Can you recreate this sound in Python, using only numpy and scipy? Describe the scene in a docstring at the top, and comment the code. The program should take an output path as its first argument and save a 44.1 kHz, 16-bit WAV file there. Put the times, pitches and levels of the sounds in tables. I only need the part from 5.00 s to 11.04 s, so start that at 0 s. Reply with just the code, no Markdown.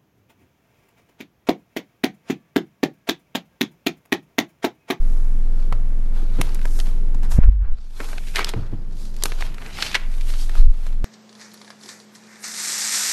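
"""A quiet meeting room, with a desk microphone close beside a thick file whose pages are lifted, slid and turned.
Strokes of sheet are swelling friction noise, creases snap as clicks in short noise, knocks ring the desk's modes.
A very low sine hum and coloured-noise ventilation lie underneath.
Twice a falling page blows on the capsule as pushes and suctions of air; the first time it also shakes
the microphone stem, and the limiter ducks everything."""
import sys
import numpy as np
from scipy import signal
from scipy.fft import rfft, irfft, next_fast_len
from scipy.io import wavfile
from scipy.ndimage import uniform_filter1d, minimum_filter1d, map_coordinates

SR = 44100
rng = np.random.default_rng(int(sys.argv[2]) if len(sys.argv) > 2 else 0)


def waveform_to_disk(signal):
    """Save audio, clipped to [-1, 1], as 16-bit WAV at the path in sys.argv[1]."""
    frames = np.transpose(np.atleast_2d(signal))
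    scaled = np.clip(frames, -1, 1) * 32767
    samples = np.round(scaled).astype(np.int16)
    wavfile.write(sys.argv[1], SR, samples)


N = 266540
T = np.arange(N) / SR  # time of every sample [s]

# level of the low hum before it wavers: (time [s], level [dB])
HUM_LEVEL = [(0, -11), (1, -14), (2.4, -12.5), (3.1, -22), (4.1, -23.5), (4.42, -16.5), (4.62, -30.5),
             (4.9, -36.5), (5.06, -15.5), (6.04, -15.5)]
# level of the ventilation: (time [s], level [dB])
VENT_LEVEL = [(0, -37.5), (2.3, -37), (2.9, -45), (4.1, -42), (6.04, -41.5)]
# colour of the ventilation: (frequency [Hz], density [dB per Hz])
VENT_COLOUR = [(25, 0), (60, 4.5), (120, -.5), (210, -2.5), (300, -10), (500, -16), (1000, -25),
               (2000, -30), (4000, -40), (13000, -43.5)]

# strokes of a sliding sheet, levels before the paper colour:
# (peak time [s], rise [s], fall [s], flexing level [dB], rubbing level [dB], rubbing pitch [Hz],
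#  edge hiss level [dB])
STROKES = [(0.119, 0.32, 0.62, -59, -67, 3370, -55.5), (.6, 0.1, 0.21, -56, -56.5, 3600, -63),
           (1.165, 0.048, 0.19, -48.5, -51.5, 3160, -55), (1.45, 0.23, 0.29, -44, -45, 3040, -49),
           (1.78, 0.26, .15, -55, -54, 3380, -43), (1.88, 0.11, 0.2, -53.5, -51, 2850, -53),
           (2.245, 0.032, 0.05, -45, -50.5, 3400, -51), (2.315, 0.022, 0.11, -42, -46, 3600, -37.5),
           (2.434, 0.095, 0.078, -36, -37, 1460, -74), (2.519, 0.097, 0.093, -43.5, -45, 2000, -70),
           (2.648, 0.068, 0.16, -36, -42, 1600, -70), (2.829, 0.33, 0.15, -57, -51.5, 4330, -75),
           (3.02, 0.18, 0.17, -45, -43, 3350, -42), (3.1, 0.047, 0.14, -44.5, -48, 3000, -45),
           (3.3, 0.33, 0.22, -65, -48.5, 2600, -47.5), (3.364, 0.023, 0.064, -35, -31, 2450, -34),
           (3.402, 0.052, 0.056, -33.5, -24.5, 1970, -51), (3.475, 0.06, 0.087, -41.5, -37, 2770, -50),
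           (3.57, 0.056, 0.28, -49.5, -55, 3060, -64), (4.01, 0.11, 0.23, -63, -51, 4470, -51),
           (4.27, 0.14, 0.25, -47, -42.5, 3860, -48), (4.421, 0.09, 0.13, -42, -40, 2840, -45),
           (4.68, 0.24, 0.16, -47, -45.5, 2120, -50), (4.829, 0.12, 0.2, -40.5, -29.5, 3000, -38),
           (4.97, 0.12, 0.18, -48.5, -40, 1980, -72), (5.15, 0.21, 0.27, -56, -52, 2870, -50),
           (5.299, 0.093, 0.14, -48.5, -41.5, 3100, -41.5), (5.411, 0.089, 0.12, -50.5, -40.5, 3670, -40.5),
           (5.58, 0.11, 0.092, -44.5, -43.5, 3150, -46.5), (5.86, 0.32, 0.15, -52, -50.5, 2740, -52)]
FADE_DB, ROUND = 21.5, 1.165  # drop over one rise or fall time; roundness of the crest
REST_DB, REST_HZ = -68.5, 3600  # sheets that barely stir between strokes
# colour of a bending sheet: (frequency [Hz], density [dB per Hz])
FLEX_COLOUR = [(100, -43), (250, -5), (500, -2.5), (900, -4), (1500, -5.5), (3000, -23), (6000, -67)]
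# colour of the sheet's edge: (frequency [Hz], density [dB per Hz])
EDGE_COLOUR = [(3000, -31.5), (5500, 1), (7600, 2), (9300, 2), (10800, 2.5), (12200, 5), (13000, -9.5)]
# gentle overall tone colour of the paper sounds: (frequency [Hz], gain [dB])
PAPER_COLOUR = [(280, -7.5), (380, 4.5), (540, -2.5), (700, 1.5), (940, 1.5), (1200, 1), (1600, 1.5),
                (2000, 0.5), (2450, 1), (2800, -1.5), (3000, -1.5), (3600, -1), (4200, 1), (7500, -1.5),
                (13000, -5)]

# snaps of a buckling sheet, levels before the paper colour:
# (time [s], flexing level [dB], crack level [dB], crack pitch [Hz], edge level [dB], length [s])
SNAPS = [(.726, -23.5, -33.5, 2400, -40.5, 0.0037), (1.4145, -20.5, -17, 2410, -17, 0.003),
         (1.547, -51, -39.5, 2730, -29.5, 0.0035), (1.593, -47, -38, 2100, -50, .0025),
         (1.616, -48, -37, 2000, -49, .003), (1.655, -28, -33.5, 1660, -36.5, 0.0038),
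         (1.791, -35.5, -36, 3980, -34, 0.0032), (1.8014, -39, -25.5, 3240, -32, 0.0029),
         (1.87, -39, -44, 3640, -46, 0.0034), (2.147, -40, -49, 3660, -48, 0.0047),
         (2.233, -40, -44.5, 2790, -44, 0.0032), (3.004, -27.5, -29.5, 1600, -42, 0.0091),
         (3.1315, -36, -34, 1670, -59, .003), (3.182, -41, -28, 1880, -55, 0.0025),
         (3.359, -32, -15.5, 2610, -27, 0.0026), (3.368, -33, -19.5, 2290, -41, 0.003),
         (3.393, -12, -30, 2000, -24, 0.0011), (3.446, -31, -14.5, 3920, -26, .0017),
         (3.492, -33, -26, 3470, -28, 0.005), (3.538, -25.5, -28.5, 1230, -64, 0.0021),
         (4.166, -54, -41.5, 4020, -41, 0.0024), (4.225, -33, -27, 3720, -41, .0024),
         (4.2373, -21.5, -15.5, 3800, -6.5, 0.0013), (4.257, -22.5, -22.5, 2970, -21.5, 0.0042),
         (4.321, -31.5, -26.5, 2200, -54, 0.0028), (4.424, -29.5, -19, 1770, -58, 0.0011),
         (4.545, -45, -40.5, 3250, -44, 0.0035), (4.583, -43, -34.5, 1600, -62, 0.0027),
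         (4.663, -53, -32, 2480, -64, 0.0025), (4.788, -36, -33, 1090, -55, 0.0097),
         (4.825, -25, -13.5, 2780, -54, 0.0033), (4.946, -45, -14.5, 2400, -57, 0.0036),
         (4.9535, -24.5, -9.5, 2270, -57, 0.0058), (4.966, -30, -22.5, 1900, -62, 0.0045),
         (5.2115, -52, -37, 2800, -45, 0.0051), (5.339, -42, -38, 2840, -50, 0.0089),
         (5.495, -41, -36.5, 2020, -43, 0.0053), (5.554, -31, -39, 2600, -41, 0.0023),
         (5.867, -38, -41.5, 2780, -43, 0.0049)]
CRINKLE_DB, CRINKLE_SPREAD_DB, CRINKLE_S = 7, 2, 0.006  # level over the stroke, spread, length

# dull knocks on the desk, before each mode is weighted: (time [s], level [dB], contact pitch [Hz])
KNOCKS = [(.72, -27.5, 90.5), (1.22, -37.5, 295), (1.385, -19, 198), (2.144, -32.5, 164.3),
          (2.999, -26.5, 497), (3.387, -24, 573), (3.538, -27, 470), (3.562, -21.5, 164),
          (3.727, -25.5, 185), (4.002, -43.5, 278), (4.25, -33, 373)]
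# modes of the desk: (frequency [Hz], relative level [dB], time to fall 60 dB [s], capped for the pure ring)
DESK_MODES = [(114, 1.5, .2), (177, -8, 0.1), (295, -1, 0.088), (450, -7, 0.1)]
# noise around a desk mode: (frequency as a multiple of the mode, density [dB per Hz])
MODE_BLUR = [(1 / 4, -16), (1 / 2, -6), (1, 0), (1.28, -7), (1.57, -20), (6, -36)]
RING_T60_S = 0.09  # longest pure ring

# reverberation of the room: (frequency [Hz], time to fall 60 dB [s])
ROOM_T60 = [(100, 0.9), (1000, 0.63), (4000, 0.13), (12000, 0.31)]

# air pushed onto the capsule by a falling page: (turn from push to suction [s], peak level [dB], centre [Hz])
PUFFS = [(2.388, 4, 114), (2.3889, -6.5, 340), (2.389, -3.5, 44), (2.441, 7.5, 14.5), (2.488, 14, 34),
         (2.489, -10, 183), (2.708, 6, 9.7), (5.602, -3.5, 19.2), (5.651, 0.5, 12.3), (5.678, -8.5, 41),
         (5.696, -2.5, 16.1)]
# the microphone stem
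SHAKE_AT_S, SHAKE_RISE_S, SHAKE_HOLD_S, SHAKE_FALL_S = 2.49, 0.15, 0.14, 0.13
SHAKE_DB = -1.5  # level of the sway before it wavers
# rumble of the stem: (frequency [Hz], density [dB per Hz])
STEM_RUMBLE = [(20, -11), (60, 12.0), (100, -6.0), (160, -23.0), (300, -42.0), (1000, -92.5)]

LIMIT_DB, LIMIT_HOLD_S, RELEASE_DB_PER_S = -0.74, 0.2, 54  # the limiter
TOP_HZ = 13080  # band limit


def amp(db):
    """Decibels to gain."""
    return 10 ** (np.asarray(db) / 20)


def unit(x):
    """Scale to rms 1."""
    return x / np.sqrt(np.mean(x ** 2) + 1e-20)


def along(points, hz):
    """Read (Hz, value) points on a log axis."""
    f, v = np.transpose(points)
    return np.interp(np.log(hz + 1), np.log(f + 1), v)


def curve(rows):
    """One value per sample from (s, value) points."""
    return np.interp(T, *np.transpose(rows))


def wobble(rate):
    """A smooth random curve, rate knots a second."""
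    return map_coordinates(rng.standard_normal(1024), [T * rate], mode="mirror")


def filtered(x, gain):
    """x times a gain that depends on frequency."""
    m = next_fast_len(len(x) + 8192)
    hz = np.fft.rfftfreq(m, 1 / SR)
    return irfft(rfft(x, m) * gain(hz), m)[:len(x)]


def coloured(x, points):
    """x shaped by (Hz, dB) points, at rms 1."""
    return unit(filtered(x, lambda hz: amp(along(points, hz))))


def add(track, s, sound):
    """Mix a sound in at time s."""
    i = max(0, round(s * SR))
    track[i:i + len(sound)] += sound[:max(0, N - i)]


def hump(hz, centre_hz):
    """A broad resonance, even on an octave scale."""
    octaves = np.log2((hz + 1) / centre_hz)
    return (1 + (octaves / 1.18) ** 2) ** -2


def hum(hz):
    """A very low, pure hum whose level wavers."""
    level_db = curve(HUM_LEVEL) + 0.25 * wobble(13)
    return amp(level_db) * unit(np.sin(2 * np.pi * hz * T))


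def ventilation():
    """A dull rush of air: noise with most of its power in the bass."""
    return amp(curve(VENT_LEVEL)) * coloured(rng.standard_normal(N), VENT_COLOUR)


def swell_db(peak_s, rise_s, fall_s, hold_s=0):
    """Level of one movement: rise, hold at 0 dB, fall."""
    before = (peak_s - T) / rise_s
    after = (T - peak_s - hold_s) / fall_s
    return -FADE_DB * np.clip(np.maximum(before, after), 0, 10) ** ROUND


def strokes():
    """Overlapping strokes add in power, and the rubbing pitch is their mean weighted by that power."""
    power = np.full((3, N), amp(REST_DB) ** 2) * [[1], [1], [0]]  # flexing, rubbing, edge
    pitch = power[1] * REST_HZ
    for s, rise, fall, flex_db, rub_db, pitch_hz, edge_db in STROKES:
        levels = amp([[flex_db], [rub_db], [edge_db]])
        part = (levels * amp(swell_db(s, rise, fall))) ** 2
        power = power + part
        pitch = pitch + part[1] * pitch_hz
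    flex_db, rub_db, edge_db = 10 * np.log10(power + 1e-20)
    return flex_db, rub_db, pitch / power[1], edge_db


def fibres(rate, spread_db, share):
    """Friction of rms 1: smooth noise plus tiny catches at random moments, rate a second."""
    struck = rng.random(N) < rate / SR
    sign = rng.choice([-1, 1], N)
    size = amp(spread_db * np.minimum(rng.exponential(size=N), 3))
    catches = struck * sign * size
    return unit(rng.standard_normal(N) + share * unit(catches))


def slide(motion):
    """Sheets rub over each other as they bend; the rubbing pitch moves as the page curls."""
    flex_db, rub_db, pitch_hz, edge_db = motion
    grip_db = 1.5 * wobble(170)
    hz, t, z = signal.stft(fibres(rate=310, spread_db=0, share=0.69), SR, nperseg=512)
    shape = hump(hz[:, None], np.interp(t, T, pitch_hz))
    # the curling page favours ever-changing narrow bands
    patches = uniform_filter1d(rng.standard_normal(z.shape), size=3, axis=0)
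    patches = unit(uniform_filter1d(patches, size=7, axis=1))
    shape = shape * amp(2.5 * patches)
    shape = shape / np.sqrt(np.mean(shape ** 2, axis=0))
    rub = signal.istft(z * shape, SR, nperseg=512)[1][:N]
    flex = coloured(fibres(rate=440, spread_db=2.5, share=0.76), FLEX_COLOUR)
    edge = coloured(fibres(rate=940, spread_db=11.5, share=0.34), EDGE_COLOUR)
    body = amp(flex_db) * flex + amp(rub_db) * rub
    return amp(grip_db) * body + amp(edge_db) * edge


def crinkles(motion, count):
    """Small snaps at random moments take their strength and brightness from the stroke under way."""
    rows = []
    for i, strength in zip(rng.integers(N, size=count), rng.uniform(-1, 1, count)):
        flex_db, rub_db, pitch_hz, edge_db = (control[i] for control in motion)
        over_db = CRINKLE_DB + CRINKLE_SPREAD_DB * strength
        rows.append((T[i], flex_db + over_db, rub_db + over_db, pitch_hz, edge_db, CRINKLE_S))
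    return rows


def snaps(rows):
    """A crease pops through with one sharp click inside a short spray of breaking fibres."""
    out = np.zeros(N)
    t = np.arange(-1024, 3072) / SR  # the click falls at 0
    click = 0.55 * unit(1.0 * (t == 0))
    for s, flex_db, crack_db, pitch_hz, edge_db, length in rows:
        # the spray rises in under half the time it takes to die
        swell = np.exp(np.where(t < 0, t / 0.45, -t) / max(length, 0.0006))

        def pop():
            """Fresh spray around the click."""
            return unit(swell * rng.standard_normal(len(t))) + click

        crack = unit(filtered(pop(), lambda hz: hump(hz, pitch_hz)))
        flex = coloured(pop(), FLEX_COLOUR)
        edge = coloured(pop(), EDGE_COLOUR)
        sound = amp(flex_db) * flex + amp(crack_db) * crack + amp(edge_db) * edge
        add(out, s + t[0], sound * np.sqrt(np.mean(swell ** 2)))
    return out


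def burst(points, attack, t60):
    """A short coloured noise that swells and dies; its loudest moment has rms near 1."""
    t = np.arange(SR // 2) / SR
    shape = (1 - np.exp(-t / attack)) * amp(-60 * t / t60)
    shape /= shape.max()
    noise = coloured(rng.standard_normal(len(t)), points)
    return unit(noise * shape) * np.sqrt(np.mean(shape ** 2))


def knocks():
    """A soft blow rings the desk modes nearest its own pitch, each inside a blur of its neighbours."""
    out = np.zeros(N)
    t = np.arange(SR // 2) / SR
    for s, db, contact_hz in KNOCKS:
        for hz, mode_db, t60 in DESK_MODES:
            decay = amp(-60 * t / min(t60, RING_T60_S))
            ring = np.sin(2 * np.pi * hz * t) * (1 - np.exp(-t / 0.0013)) * decay
            blur_colour = [(hz * ratio, density) for ratio, density in MODE_BLUR] + [(13000, -70)]
            blur = burst(blur_colour, attack=0.0054, t60=t60)
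            gain = amp(db + mode_db) * hump(hz, contact_hz)
            add(out, s, gain * (1.29 * ring + 0.9 * blur))
    return out


def room(x):
    """A diffuse tail of decaying noise, each frequency dying at its own rate."""
    hz, t, z = signal.stft(rng.standard_normal(SR // 2), SR, nperseg=256)
    decay = amp(-60 * t / along(ROOM_T60, hz)[:, None])
    tail = signal.istft(z * decay, SR, nperseg=256)[1]
    return signal.fftconvolve(x, tail / np.linalg.norm(tail))[:N]


def thumps():
    """Each puff is a push followed by suction; the microphone stem shudders around the strongest."""
    out = np.zeros(N)
    for s, db, hz in PUFFS:
        u = 2 * np.pi * hz * (T - s)
        out -= amp(db) * u * np.exp((1 - u * u) / 2)
    sway_hz = 49 + 6 * wobble(22)
    sway = unit(np.sin(2 * np.pi * np.cumsum(sway_hz) / SR))
    rumble = coloured(rng.standard_normal(N), STEM_RUMBLE)
    shake_db = SHAKE_DB + swell_db(SHAKE_AT_S, SHAKE_RISE_S, SHAKE_FALL_S, SHAKE_HOLD_S)
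    shake_db = shake_db + 1.3 * wobble(24.5)
    return out + amp(shake_db) * (sway + amp(-6) * rumble)


def limited(x):
    """The gain drops just ahead of any peak over the ceiling, holds, then climbs back."""
    ahead = SR // 300
    span = ahead + int(LIMIT_HOLD_S * SR)
    needed_db = np.minimum(0, LIMIT_DB - 20 * np.log10(np.abs(x) + 1e-9))
    held_db = minimum_filter1d(needed_db, span, origin=(span - 1) // 2 - ahead)
    climb_db = RELEASE_DB_PER_S * T
    gain_db = np.minimum.accumulate(held_db - climb_db) + climb_db
    return x * amp(uniform_filter1d(gain_db, 2 * ahead))


def scene():
    """Paper and desk close by with a room tail, the thumps right at the capsule, hum and air beneath."""
    motion = strokes()
    cracks = snaps([*SNAPS, *crinkles(motion, count=60)])
    blows = knocks()
    paper = filtered(slide(motion) + cracks, lambda hz: amp(along(PAPER_COLOUR, hz)))
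    tail = room(amp(-18.0) * cracks + amp(-13.5) * blows)
    return (paper + blows + tail + thumps() + hum(hz=20.8) + ventilation())[None]


def record(dry):
    """A limiter catches the largest peaks; a very steep low-pass then sets the band limit."""
    return filtered(limited(dry[0]), lambda hz: 1 / np.sqrt(1 + (hz / TOP_HZ) ** 240))[None]


dry = scene()
out = record(dry)
waveform_to_disk(out)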